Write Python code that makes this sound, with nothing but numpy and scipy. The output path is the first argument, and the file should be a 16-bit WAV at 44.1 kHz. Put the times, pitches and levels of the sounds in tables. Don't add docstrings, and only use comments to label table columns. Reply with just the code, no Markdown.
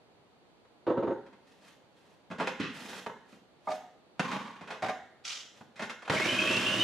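import sys
import numpy as np
from scipy import signal
from scipy.fft import rfft, irfft
from scipy.io import wavfile
from scipy.ndimage import uniform_filter1d

SR = 44100
rng = np.random.default_rng(int(sys.argv[2]) if len(sys.argv) > 2 else 0)


def wav_record(signal):
    frames = np.transpose(np.atleast_2d(signal))
    bounded = np.clip(frames, -1, 1)
    quanta = np.round(bounded * 32767).astype(np.int16)
    wavfile.write(sys.argv[1], SR, quanta)


N = 301235
TIME = np.arange(N) / SR


# (multiple of the shaft speed, level [dB])
WHINE_LINES = [(2, -19), (5, -33), (7, -11.5), (8, 0.5), (9, -10.5), (10, -6), (16, -15)]
# (frequency [Hz], level [dB])
HOUSING_COLOUR = [(100, -3), (1200, -2.5), (2400, 5), (2900, 4), (3200, 6), (3400, -6), (4400, 5),
                  (5000, -9)]
# (frequency [Hz], level [dB])
CHURN_COLOUR = [(24, -61), (40, -38), (111, -10), (146, -10), (229, -2.5), (325, -3.5), (407, -11),
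                (637, -8.5), (777, -15.5), (1100, -6.5), (2270, -9), (2840, -8), (4030, -14.5),
                (5710, -18.5), (15500, -38)]
# (frequency [Hz], level [dB], time to fade by 60 dB [s])
BOWL_MODES = [(114.5, -7.5, 0.58), (195.4, -3, 0.21), (235, -7.5, 0.21), (338, 11, 0.031),
              (535, -2.5, 0.096), (624, 4.5, 0.16), (1130, -7, 0.25), (1630, -27, 0.087)]
# (time [s], level [dB], hardness [dB], weight behind it [dB])
LUMP_BLOWS = [(6.133, -18.5, 0, -11), (6.16, -26, 1, -16), (6.197, -20, 3, -7), (6.255, -21.5, 5.5, -0.5),
              (6.5, -32, 0, 6.5), (6.565, -30, 14, 3), (6.739, -29, 9, -0.5)]

# (time [s], level [dB], hardness [dB], weight behind it [dB], chatter time [s])
LID_BLOWS = [(0.65, -55, -3, -16, .06), (1.263, -47, -1.5, -14, 0.12), (1.328, -51, 0, -8, 0.13),
             (2.302, -43, 0, 3.5, 0.083), (2.311, -32, -3, -6, 0.19), (2.384, -34, 0, -3, 0.17),
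             (2.399, -20.5, -4.5, -13, 0.2), (2.472, -22, 1, -14.5, 0.081), (2.599, -31, 2.5, 3, 0.082),
             (2.632, -43.5, -8, 8.5, .12), (2.928, -37.5, 3, -33, .09), (3.063, -25.5, -4.5, -16, 0.055),
             (3.094, -33, -10, -13.5, 0.082), (3.326, -51, 0.5, 1.5, 0.1), (4.195, -19, 0.5, -8.5, 0.068),
             (4.314, -30, 3, -15, 0.12), (4.363, -31, -20, -13, .086), (4.61, -39.5, 0, -4.5, 0.17),
             (4.674, -39, 2, -13, 0.28), (4.704, -30.5, 1, -19, 0.27), (5.609, -40.5, -7, -7.5, 0.079),
             (5.758, -48, 7.5, -14, 0.6), (5.794, -29, 0, -15, 0.22), (5.821, -34, 7.5, -3, 0.16),
             (5.896, -35, 6.5, -30, 0.13), (6.022, -40, 2, -28, 0.13), (6.051, -42, 3.5, -20, 0.17),
             (6.078, -27.5, -3.5, -27, 0.078), (6.098, -18, 1.5, -8, 0.058)]
# (frequency [Hz], level [dB], time to fade by 60 dB [s])
LID_MODES = [(182, -1, 0.21), (213, 9.5, 0.08), (248, -5, 0.018), (527.7, -2.5, 0.29), (631, 0.5, 0.074),
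             (1040, -2.5, 0.095), (1094, -4.5, 0.13), (1443, 4, 0.072), (2124, 13, 0.016),
             (2500, 12, 0.018), (3240, -24, .04)]
# (start [s], length [s], level [dB])
LID_STROKES = [(2.41, 0.1, -46), (2.605, 0.035, -35.5)]
# (frequency [Hz], level [dB])
LID_COLOUR = [(70, -28), (200, 9.5), (330, 2), (700, -23), (1100, -1.5), (2600, -1), (5000, -16),
              (15000, -54)]
# (start [s], length [s], level [dB])
HANDLING_STROKES = [(1.485, 0.045, -62.5), (1.655, 0.043, -55), (1.98, 0.16, -67), (2.765, 0.23, -45),
                    (3.295, .05, -61.5), (3.71, 0.038, -50), (5.575, 0.0063, -59)]
# (frequency [Hz], level [dB])
HANDLING_COLOUR = [(70, -33), (205, -1), (330, -10), (700, -11), (1500, -12.5), (2800, -14), (4500, -18.5),
                   (8000, -26), (15000, -34.5)]

# (time [s], level [dB])
COUNTER_BLOWS = [(3.671, -24.5), (3.685, -24), (3.703, -28), (3.715, -28)]
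# (time [s], level [dB])
TUBE_BLOWS = [(4.823, -21.5), (4.839, -24), (4.861, -25.5), (4.885, -23.5), (4.895, -25)]
# (frequency [Hz], level [dB], time to fade by 60 dB [s])
PUSHER_MODES = [(631, 2.5, 0.11), (737, 6.5, 0.071), (810, -12, 0.038), (1198, -0.5, 0.084),
                (1418, -28, 0.037), (2150, 13, 0.012), (3677, -11, 0.12)]
# (start [s], length [s], level [dB])
TUBE_STROKES = [(4.215, 0.13, -35)]
# (frequency [Hz], level [dB])
TUBE_COLOUR = [(50, -43), (110, -12), (200, 4.5), (330, -6.5), (700, -12), (950, 1.5), (1120, 6),
               (1350, -9.5), (2300, -9), (4300, -18.5), (15000, -46)]
# (start [s], length [s], level [dB])
SLIDE_STROKES = [(5.251, 0.07, -36.5)]
# (frequency [Hz], level [dB])
SLIDE_COLOUR = [(290, -46), (500, -21), (545, -22), (569, -26), (629, -19), (982, -20), (1270, -7),
                (1700, -18), (2070, -8.5), (3190, -5), (3790, -7.5), (5350, -7), (7450, -16.5),
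                (15500, -45.5)]

# (time [s], level [dB])
DISH_BLOWS = [(0.867, -20), (0.897, -21.5), (0.972, -24), (1.026, -24.5), (1.071, -25.5), (1.104, -26.5)]
# (frequency [Hz], level [dB], time to fade by 60 dB [s])
DISH_MODES = [(260, -6.5, 0.1), (354, 6.5, 0.059), (413, 6, 0.064), (493, 7, 0.043), (542, 2.5, 0.1),
              (854, -2, 0.056), (916, -11, 0.66), (1650, -18, 0.064), (3570, -5, 0.081), (6650, 3.5, 0.34),
              (8650, 1, .25)]

# (from [Hz], to [Hz])
BLOW_BANDS = [(80, 400), (400, 1500), (1500, 4000), (4000, 15000)]
# (frequency [Hz], level [dB])
CONTACT_COLOUR = [(50, -6.5), (200, 3.5), (450, 5), (1000, 5.5), (2600, -4.5), (4500, -13), (8000, -22.5),
                  (12000, -34.5), (16000, -46)]

# (frequency [Hz], level [dB])
ROOM_TONE = [(25, -31), (60, -9.5), (130, -2), (210, -1), (300, 0), (450, 0.5), (800, -3), (1100, -8.5),
             (1800, -15), (3500, -18), (4600, -19), (5000, -27.5), (10000, -35), (15500, -37.5)]
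# (frequency [Hz], time to fade by 60 dB [s])
ROOM_T60 = [(100, 0.53), (300, 0.49), (750, 0.49), (2000, 0.6), (5000, 0.47), (9000, 0.54), (15000, 0.29)]
# (frequency [Hz], level [dB])
SIDE_COLOUR = [(50, -12), (130, -0.5), (300, -7.5), (1000, -5.5), (2000, -0.5), (4000, 0), (8000, 3),
               (15000, 5.5)]
# (frequency [Hz], level [dB])
MICROPHONE_COLOUR = [(10000, 0), (15500, -10)]

SWITCH_ON_S, SPIN_UP_S = 6.091, 0.056
LOADED_HZ, GAIN_HZ_PER_S = 278.7, 128
WHINE_DB, SURGE_DB, CHURN_DB = -42, 6, -31
ENGAGE_S, ENGAGE_RISE_S = 6.097, 0.033
TICK_PER_CLACK = 1.4
ROOM_TONE_DB = -64
EARLY_FROM_HZ = 360
TOP_HZ = 15500


def undb(db):
    return 10 ** (np.asarray(db) / 20)


def unit(x):
    return x / np.sqrt(np.mean(x ** 2))


def at_hz(points, hz):
    f, value = np.transpose(points)
    return np.interp(np.log(np.maximum(hz, 1)), np.log(f), value)


def convolve(x, response):
    return signal.fftconvolve(x, response)[:len(x)]


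def colour(x, points, size=4096):
    level = undb(at_hz(points, np.fft.rfftfreq(size, 1 / SR)))
    cepstrum = irfft(np.log(level))
    cepstrum[1:size // 2] *= 2
    cepstrum[size // 2 + 1:] = 0
    return convolve(x, irfft(np.exp(rfft(cepstrum))))


def band(x, lo, hi, order=3):
    return signal.sosfilt(signal.butter(order, [lo, hi], "band", fs=SR, output="sos"), x)


def fade(t, t60):
    return np.exp(-np.log(1000) * t / max(t60, 1 / SR))


def walk(rate):
    k = max(int(SR / rate), 1)
    steps = np.repeat(rng.standard_normal(N // k + 1), k)
    smooth = uniform_filter1d(uniform_filter1d(steps, k), k)
    return 1.3 * smooth[:N]


def grains(n, spread_db):
    strength = np.minimum(rng.exponential(size=n), 4)
    return unit(rng.standard_normal(n) * undb(spread_db * strength))


def body(modes, ring_db):
    t = TIME[:SR // 2]
    ringing = sum(undb(db) * fade(t, t60) * np.cos(2 * np.pi * hz * t) for hz, db, t60 in modes)
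    response = undb(ring_db) * ringing
    response[0] += 1
    return response


def blow(s, response, registers_db, chatter_s, snap, rise_s, hard_db=0, weight_db=0, size=350):
    t = TIME[:SR // 2]
    push = grains(len(t), 0.95) * fade(t, chatter_s) * (1 - fade(t, rise_s))
    push[0] += snap
    ring = convolve(colour(push, CONTACT_COLOUR), response)
    levels_db = np.add(registers_db, (weight_db, 0, hard_db, TICK_PER_CLACK * hard_db))
    out = 0
    for (lo, hi), db in zip(BLOW_BANDS, levels_db):
        part = band(ring, lo, hi)
        loudest = np.sqrt(uniform_filter1d(part ** 2, size, mode="constant").max())
        out = out + undb(db) * part / loudest
    return np.pad(out, (int(s * SR), N))[:N]


def rub(strokes, spectrum, attack_s, release_s, grain_db, slip_hz, slip_db):
    pressure = 0
    for s, length, db in strokes:
        swell = fade(np.maximum(s - TIME, 0), attack_s)
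        release = fade(np.maximum(TIME - s - length, 0), release_s)
        pressure = pressure + undb(db) * swell * release
    catches = grains(N, grain_db) * undb(slip_db * walk(slip_hz))
    return unit(colour(catches, spectrum)) * pressure


def motor(wobble=0.00807, flutter_db=4.0, rasp=1.27, rasp_hz=330, blade_share=0.085, throb=0.21):
    age = np.maximum(TIME - SWITCH_ON_S, 0)
    lag = np.exp(-age / SPIN_UP_S)
    speed = LOADED_HZ * (1 - lag) + GAIN_HZ_PER_S * age
    running = np.clip((TIME - ENGAGE_S) / ENGAGE_RISE_S, 0, 1)
    turns = np.cumsum(speed * (1 + wobble * walk(110))) / SR

    whine = 0
    for multiple, db in WHINE_LINES:
        strand = 1 + rasp * (walk(rasp_hz) + 1j * walk(rasp_hz))
        line = np.real(strand * np.exp(2j * np.pi * round(multiple) * turns))
        whine = whine + undb(db + flutter_db * walk(60)) * line
    whine = colour(whine, HOUSING_COLOUR) * undb(WHINE_DB + SURGE_DB * lag)

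    sweep = 1 + throb * np.sin(2 * np.pi * 2 * blade_share * turns)
    hits = grains(N, 2.24) * sweep * undb(0.94 * walk(40))
    crumbs = convolve(hits, body(BOWL_MODES, ring_db=-48.5))
    churn = unit(colour(crumbs, CHURN_COLOUR)) * undb(CHURN_DB)
    return running * (whine + churn)


def lumps():
    response = body(BOWL_MODES, ring_db=-43)
    return sum(undb(db) * blow(s, response, registers_db=(-6, -8, -15.5, -26.5), chatter_s=0.033,
                               snap=0.63, rise_s=0.015, hard_db=hard, weight_db=weight)
               for s, db, hard, weight in LUMP_BLOWS)


def lid():
    response = body(LID_MODES, ring_db=-48.5)
    knocks = sum(undb(db) * blow(s, response, registers_db=(0, -6.5, -9, -21.5), chatter_s=chatter,
                                 snap=5.4, rise_s=0.0076, hard_db=hard, weight_db=weight)
                 for s, db, hard, weight, chatter in LID_BLOWS)
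    scrape = rub(LID_STROKES, LID_COLOUR, attack_s=0.039, release_s=0.4,
                 grain_db=1.5, slip_hz=162.6, slip_db=-1.2)
    handling = rub(HANDLING_STROKES, HANDLING_COLOUR, attack_s=0.22, release_s=0.26,
                   grain_db=0.5, slip_hz=131.5, slip_db=2.0)
    return knocks + scrape + handling


def pusher(harden_db_per_s=290):
    free = body(PUSHER_MODES, ring_db=-30)
    damped = body(PUSHER_MODES, ring_db=-38.5)
    first_s = COUNTER_BLOWS[0][0]
    rocking = sum(undb(db) * blow(s, free, registers_db=(-21, -4.0, -26, -35.5), chatter_s=0.044,
                                  snap=0.69, rise_s=0.04, hard_db=harden_db_per_s * (s - first_s))
                  for s, db in COUNTER_BLOWS)
    rattle = sum(undb(db) * blow(s, damped, registers_db=(-16, -5.5, -12.5, -24.5), chatter_s=0.064,
                                 snap=3.6, rise_s=0.024)
                 for s, db in TUBE_BLOWS)
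    scrape = rub(TUBE_STROKES, TUBE_COLOUR, attack_s=0.067, release_s=0.83,
                 grain_db=2.5, slip_hz=119.9, slip_db=2.5)
    slide = rub(SLIDE_STROKES, SLIDE_COLOUR, attack_s=0.023, release_s=0.4,
                grain_db=1.0, slip_hz=393, slip_db=3)
    return rocking + rattle + scrape + slide


def dish():
    response = body(DISH_MODES, ring_db=-36.5)
    return sum(undb(db) * blow(s, response, registers_db=(-2.5, -4.5, -26, -48.5), chatter_s=0.15,
                               snap=4.4, rise_s=0.021)
               for s, db in DISH_BLOWS)


def reflections(early_db, early_t60, late_db):
    t = TIME[:SR]
    edges = np.geomspace(50, 16000, 10)
    noise = rng.standard_normal(SR)
    tail = 0
    for lo, hi in zip(edges, edges[1:]):
        t60 = at_hz(ROOM_T60, np.sqrt(lo * hi))
        tail = tail + band(noise, lo, hi, order=2) * fade(t, t60)
    tail = tail * (1 - fade(t, 0.065))
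    echoes = grains(SR, 5.03) * fade(t, early_t60) * (t > 0.001)
    early = band(echoes, EARLY_FROM_HZ, SR * 0.45, order=1)
    return (undb(early_db) * unit(early) + undb(late_db) * unit(tail)) / np.sqrt(SR)


def room_hiss():
    noise = unit(colour(rng.standard_normal(N), ROOM_TONE))
    return noise * undb(ROOM_TONE_DB + 0.35 * walk(4.7))


def kitchen(sounds):
    mid = room_hiss()
    side_hiss = room_hiss()
    side_echoes = 0
    for sound in sounds:
        direct = undb(-2.5) * sound
        shared_echoes = convolve(sound, reflections(early_db=-12, early_t60=0.07, late_db=-7))
        mid = mid + direct + shared_echoes
        side_echoes = side_echoes + convolve(sound, reflections(early_db=-9.5, early_t60=0.038, late_db=-14.5))
    side = colour(side_echoes + undb(1) * side_hiss, SIDE_COLOUR)
    balance_db = 0.59
    return np.array([(mid + side) * undb(-balance_db), (mid - side) * undb(balance_db)])


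def scene():
    return kitchen([motor(), lumps(), lid(), pusher(), dish()])


def record(dry):
    heard = np.array([colour(channel, MICROPHONE_COLOUR) for channel in dry])
    return signal.sosfilt(signal.ellip(10, 0.2, 80, TOP_HZ, fs=SR, output="sos"), heard)


dry = scene()
out = record(dry)
wav_record(out)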